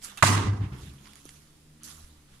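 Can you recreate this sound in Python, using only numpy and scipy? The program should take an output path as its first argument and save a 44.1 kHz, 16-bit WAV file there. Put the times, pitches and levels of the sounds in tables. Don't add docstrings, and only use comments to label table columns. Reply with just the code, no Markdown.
import sys
import numpy as np
from scipy import signal
from scipy.io import wavfile
from scipy.ndimage import uniform_filter1d

SR = 44100
rng = np.random.default_rng(int(sys.argv[2]) if len(sys.argv) > 2 else 0)


def waveform_to_disk(signal):
    frames = np.transpose(np.atleast_2d(signal))
    scaled = np.clip(frames, -1, 1) * 32767
    samples = np.round(scaled).astype(np.int16)
    wavfile.write(sys.argv[1], SR, samples)


N = 105840
T = np.arange(N) / SR
HIT_S = 0.2243
NEAR_PAN_DB = -7
PANEL_SHARE = 0.59
KNOCK_RISE_S = 0.018

# f/Hz, left minus right/dB
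STRIKE_PAN = [(150, 2.5), (400, -3.5), (700, -9), (2400, -5), (5000, 0), (14000, -17.5)]


def amp(db):
    return 10 ** (np.asarray(db, float) / 20)


def evened(x):
    return x / np.sqrt(np.mean(x ** 2) + 1e-20)


def read(points, hz):
    f, value = np.transpose(points)
    return np.interp(np.log(hz + 1), np.log(f + 1), value)


def add(mix, start_s, sound):
    part = mix[..., round(start_s * SR):][..., :sound.shape[-1]]
    part += sound[..., :part.shape[-1]]


def noise(spectrum, pan, size=512, patchy_db=1.5, t60=None):
    # f/Hz, correlation
    likeness = [(60, 0.99), (240, 0.76), (950, 0.28), (3770, 0.083), (15000, -0.18)]
    hop = size // 4
    frames, hz = N // hop + 5, np.fft.rfftfreq(size, 1 / SR)
    a, b, c, d, patches = rng.standard_normal((frames, len(hz), 5)).T
    patches = uniform_filter1d(patches, size=size // 64, axis=0)
    patches = evened(uniform_filter1d(patches, size=10, axis=1))
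    like = np.clip(read(likeness, hz), -1, 1)[:, None]
    side_db = read(pan, hz)[:, None] / 2
    left = a + 1j * b
    right = like * left + np.sqrt(1 - like ** 2) * (c + 1j * d)
    z = np.array([left * amp(side_db), right * amp(-side_db)])
    z *= amp(read(spectrum, hz)[:, None] + patchy_db * patches)
    steady = signal.istft(z, nperseg=size, noverlap=size - hop)[1]
    scale = np.sqrt(np.mean(steady.mean(0) ** 2))
    if t60:
        z *= amp(-60 * np.arange(frames) * hop / SR / read(t60, hz)[:, None])
    return signal.istft(z, nperseg=size, noverlap=size - hop)[1][:, :N] / scale


def ring(modes, rise_s, phases, sag_per_s=0):
    t = T[:SR // 2]
    out = 0
    for (hz, db, t60_s), phase in zip(modes, phases):
        cycles = hz * t / (1 + sag_per_s * t / 2) + phase
        out = out + amp(db - 60 * t / t60_s) * np.sin(2 * np.pi * cycles)
    return (1 - np.exp(-t / rise_s)) * out


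def panel(x, share=PANEL_SHARE):
    # f/Hz, width/Hz, level/dB
    resonances = [(746, 16, -8.5), (919, 74, -7.5), (1048.5, 36, -4), (1147, 150, -3), (1600, 51, -9.5),
                  (1995, 86, -5.5), (2870, 32, -14)]
    rung = sum(amp(db) * signal.lfilter(*signal.iirpeak(hz, hz / width_hz, SR), x)
               for hz, width_hz, db in resonances)
    return (1 - share) * x + share * rung * np.std(x) / np.std(rung)


def hush():
    # f/Hz, level/dB per Hz
    spectrum = [(20, 0.5), (70, -10.5), (289, -9.5), (630, -22), (1230, -22.5), (2140, -23.5),
                (10500, -25.5), (15400, -38.5)]
    # f/Hz, left minus right/dB
    pan = [(60, -0.5), (300, -1), (15000, -2.5)]
    return amp(-60.5) * noise(spectrum, pan, size=2048, patchy_db=.7)


def engine():
    # t/s, base f/Hz, level/dB
    course = [(.2, 65.94, -68.5), (1.099, 69.1, -63), (1.449, 74.9, -66.5), (2, 77.23, -63),
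              (2.251, 73.5, -66), (2.33, 64.7, -63.5)]
    order_levels = [0.5, 1, -5, -7.5]
    waver_db = 4
    s, hz, level_db = np.transpose(course)
    turns = np.cumsum(np.interp(T, s, hz)) / SR
    out = 0
    for order, db in enumerate(order_levels, 1):
        waver = evened(sum(np.sin(2 * np.pi * (f * T + rng.random())) / np.sqrt(f)
                           for f in np.geomspace(1, 12, num=10)))
        tone = np.sin(2 * np.pi * (order * turns + rng.random()))
        out = out + np.sqrt(2) * amp(db + waver_db * waver) * tone
    return out * amp(np.interp(T, s, level_db))


def rustle():
    # peak t/s, rise/s, t60/s, hiss level/dB, body level/dB
    movements = [(0.052, 0.025, 0.18, -42.5, -51.5), (0.092, 0.026, 1, -58, -52.5),
                 (0.177, 0.0024, 0.18, -47, -43), (.84, 0.1, 1, -59.5, -56.5),
                 (1.068, 0.037, 1, -61.5, -58.5), (1.17, 0.014, .6, -60, -64), (1.265, 0.018, 1, -58, -61),
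                 (1.361, 0.097, 0.13, -68, -81), (1.848, 0.011, 0.71, -46.5, -72),
                 (1.902, 0.076, 1, -71, -56.5), (2.35, 0.053, 0.59, -69, -66.5)]
    # f/Hz, level/dB per Hz
    hiss_spectrum = [(3000, -23.5), (4500, -3.5), (7000, -1), (8600, -5.5), (10300, 0), (13000, -10.5),
                     (15400, -33.5)]
    # f/Hz, level/dB per Hz
    body_spectrum = [(400, -16), (700, -11.5), (1300, -4), (2200, -9), (3400, -3.5), (7000, -28.5)]
    # f/Hz, left minus right/dB
    pan = [(300, -6), (15000, -6.5)]
    grain_db = 1.5
    grain = amp(grain_db * evened(uniform_filter1d(rng.exponential(1, N) - 1, size=60)))
    hiss = noise(hiss_spectrum, pan, patchy_db=3.0) * grain
    body = noise(body_spectrum, pan, patchy_db=3.0) * grain
    power = np.zeros((2, N))
    for s, rise_s, t60_s, *db in movements:
        rise = np.exp(-((T - s) / rise_s) ** 2)
        decay = amp(-60 * np.maximum(T - s, 0) / t60_s)
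        power += (amp(db)[:, None] * np.where(T < s, rise, decay)) ** 2
    return hiss * np.sqrt(power[0]) + body * np.sqrt(power[1])


def ticks():
    # t/s, dull peak level/dB, bright peak level/dB
    events = [(0.0183, -43, -61), (0.0253, -38.5, -66), (0.047, -46, -24.5), (0.174, -33, -31),
              (1.057, -40.5, -61), (1.07, -42, -60), (1.0743, -42, -57), (1.1345, -40, -43),
              (1.156, -41, -38), (1.254, -57, -37.5), (1.2915, -38, -35.5), (1.8338, -56.5, -30),
              (1.8415, -59, -41)]
    dull_tones = [2100, 3300, 4700]
    bright_tones = [6200, 9300, 10600]
    rise_s, spread = .0004, .04
    out, t = np.zeros((2, N)), T[:SR // 8]
    side = amp(np.array([[.5], [-.5]]) * NEAR_PAN_DB)
    detunings = rng.standard_normal((len(events), 2, len(dull_tones)))
    for (s, *dbs), ups in zip(events, detunings):
        for db, hz, up in zip(dbs, (dull_tones, bright_tones), ups):
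            tones = np.sin(2 * np.pi * np.outer(hz * (1 + spread * up), t)).sum(0)
            tick = t * np.exp(-t / rise_s) * tones
            add(out, s, amp(db) * side * tick / abs(tick).max())
    return out


def blade():
    # f/Hz, level/dB, t60/s
    modes = [(2720, 0, .045), (3800, -5, .045), (6800, -8, .04)]
    start_s, level_db, rise_s, sag_per_s, roughness = .175, -26, .014, 3, .45
    out = np.zeros((2, N))
    side = amp(np.array([[.5], [-.5]]) * NEAR_PAN_DB)
    wobble = 1 + roughness * evened(uniform_filter1d(rng.standard_normal(SR // 2), size=40))
    tone = ring(modes, rise_s, rng.random(len(modes)), sag_per_s)
    add(out, start_s, amp(level_db) * side * wobble * tone)
    return out


def boom():
    # t/s, level/dB
    envelope = [(0.224, -26), (.24, -21), (.37, -21), (0.407, -24.5), (.432, -47), (0.458, -52),
                (0.493, -19.5), (.532, -26), (0.582, -48), (0.609, -25), (.636, -29), (0.691, -45),
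                (.74, -77)]
    boom_hz = 101
    s, db = np.transpose(envelope)
    level = np.interp(T, s, amp(db), left=0, right=0)
    return np.sqrt(2) * level * np.sin(2 * np.pi * boom_hz * (T - s[0])) * np.ones((2, 1))


def crack():
    # f/Hz, level/dB per Hz
    spectrum = [(200, -36), (400, -11.5), (1100, -2), (2000, -0.5), (3700, -3), (4300, -9.5), (8000, -1.5),
                (11000, -19.5), (15400, -37.5)]
    # delay/s, hold/s, t60/s, level/dB, treble/dB
    bursts = [(0, 0.0054, 0.021, -4, 3.5), (.0098, 0.0049, 0.012, -7, -18.5)]
    splinters_per_s, splinter_db = 2500, 4.5
    rise_s, treble_from_hz = 0.0012, 1320
    out, t = np.zeros((2, N)), T[:4096]
    lumps = np.repeat(rng.standard_normal(N), round(SR / splinters_per_s))[:N]
    full = panel(noise(spectrum, STRIKE_PAN, patchy_db=3.0) * amp(splinter_db * lumps))
    dull = signal.sosfiltfilt(signal.butter(4, treble_from_hz, fs=SR, output="sos"), full)
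    for k, (delay_s, hold_s, t60_s, db, treble_db) in enumerate(bursts):
        burst = dull + amp(treble_db) * (full - dull)
        burst = burst[:, (k + 1) * len(t):][:, :len(t)]
        burst = burst / np.std(burst[:, :400])
        decay = amp(db - 60 * np.maximum(t - hold_s, 0) / t60_s)
        add(out, HIT_S + delay_s, burst * np.minimum(t / rise_s, 1) * decay)
    return out


def shed_tail():
    # f/Hz, level/dB per Hz
    spectrum = [(100, -47), (160, -3), (313, -5.5), (560, -20.5), (900, -14), (2400, -11.5), (6700, -13),
                (9500, -15), (12000, -27), (15400, -33.5)]
    # f/Hz, t60/s
    decay = [(300, 1.296), (1000, 0.89), (2500, 0.6), (6000, 0.54), (12000, 0.36)]
    level_db, rise_s, lump_db = -13.5, 0.019, 1.2
    damped_s, damped_db, damped_over_s = 0.479, -3.5, 0.041
    out = np.zeros((2, N))
    tail = panel(noise(spectrum, STRIKE_PAN, patchy_db=1.42, t60=decay), PANEL_SHARE / 2)
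    tail *= amp(lump_db * evened(uniform_filter1d(rng.standard_normal(N), size=250)))
    damping = amp(damped_db * np.clip((T + HIT_S - damped_s) / damped_over_s, 0, 1))
    add(out, HIT_S, amp(level_db) * (1 - np.exp(-T / rise_s)) * damping * tail)
    return out


def knocks():
    # t/s, thud level/dB, rattle level/dB
    events = [(0.228, -19.5, -56), (0.441, -22.5, -34), (0.522, -26, -45), (0.605, -30, -39),
              (0.631, -27, -39.5), (0.716, -29.5, -41), (0.874, -41.5, -61)]
    # f/Hz, level/dB, t60/s
    modes = [(65.7, 5, 0.12), (128.9, 7.5, 0.1302), (187.6, 1.5, 0.11), (289, -3, 0.066),
             (364.7, -17.5, 0.18)]
    struck_rise_s, rattle_hz, rattle_t60_s = .002, 1380, 0.15
    out, t = np.zeros((2, N)), T[:SR // 4]
    band = signal.butter(2, [rattle_hz / 2, rattle_hz * 2], "bandpass", fs=SR)
    all_phases = rng.random((len(events), len(modes)))
    for k, ((s, thud_db, rattle_db), phases) in enumerate(zip(events, all_phases)):
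        if k == 0:
            thud = ring(modes[1:], struck_rise_s, phases)
        else:
            thud = ring(modes, KNOCK_RISE_S, phases)
        add(out, s, amp(thud_db) * thud[None])
        buzz = evened(signal.lfilter(*band, rng.standard_normal((2, len(t)))))
        buzz = buzz * amp([[-2.5], [2.5]])
        swell = (1 - np.exp(-t / KNOCK_RISE_S)) * amp(rattle_db - 60 * t / rattle_t60_s)
        add(out, s, buzz * swell)
    return out


def shudder():
    start_s, level_db, t60_s = 0.78, -38, 0.69
    out = np.zeros((2, N))
    band = signal.butter(2, [50, 142], "bandpass", fs=SR, output="sos")
    rumble = evened(signal.sosfilt(band, rng.standard_normal(N)))
    swell = (1 - np.exp(-T / KNOCK_RISE_S)) * amp(level_db - 60 * T / t60_s)
    add(out, start_s, (rumble * swell)[None])
    return out


def footfalls():
    # t/s, starting level/dB, f/Hz
    steps = [(1.255, -34, 326), (2.037, -41, 30.95)]
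    decay_cycles = 0.52
    out, t = np.zeros((2, N)), T[:SR // 8]
    for s, db, hz in steps:
        thump = np.exp(-t * hz / decay_cycles) * np.sin(2 * np.pi * hz * t)
        add(out, s, amp(db) * thump[None])
    return out


def scene():
    yard = hush() + engine()
    thrower = rustle() + ticks() + blade() + footfalls()
    door = boom() + crack() + shed_tail() + knocks() + shudder()
    return yard + thrower + door


def record(dry):
    duck_from_db, duck_share, edge_hz = -23.5, 0.19, 15650
    held_fall_db_per_s = 33
    power_db = 10 * np.log10(abs(uniform_filter1d((dry ** 2).mean(0), size=800)) + 1e-12)
    fall_db = T * held_fall_db_per_s
    held_db = np.maximum.accumulate(power_db + fall_db) - fall_db
    over_db = np.maximum(held_db - duck_from_db, 0)
    mix = np.tanh(dry / amp(duck_share * uniform_filter1d(over_db, size=200)))
    lowpass = signal.firwin(511, edge_hz, window=("kaiser", 9), fs=SR)
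    return signal.oaconvolve(mix, lowpass[None], "same")


dry = scene()
out = record(dry)
waveform_to_disk(out)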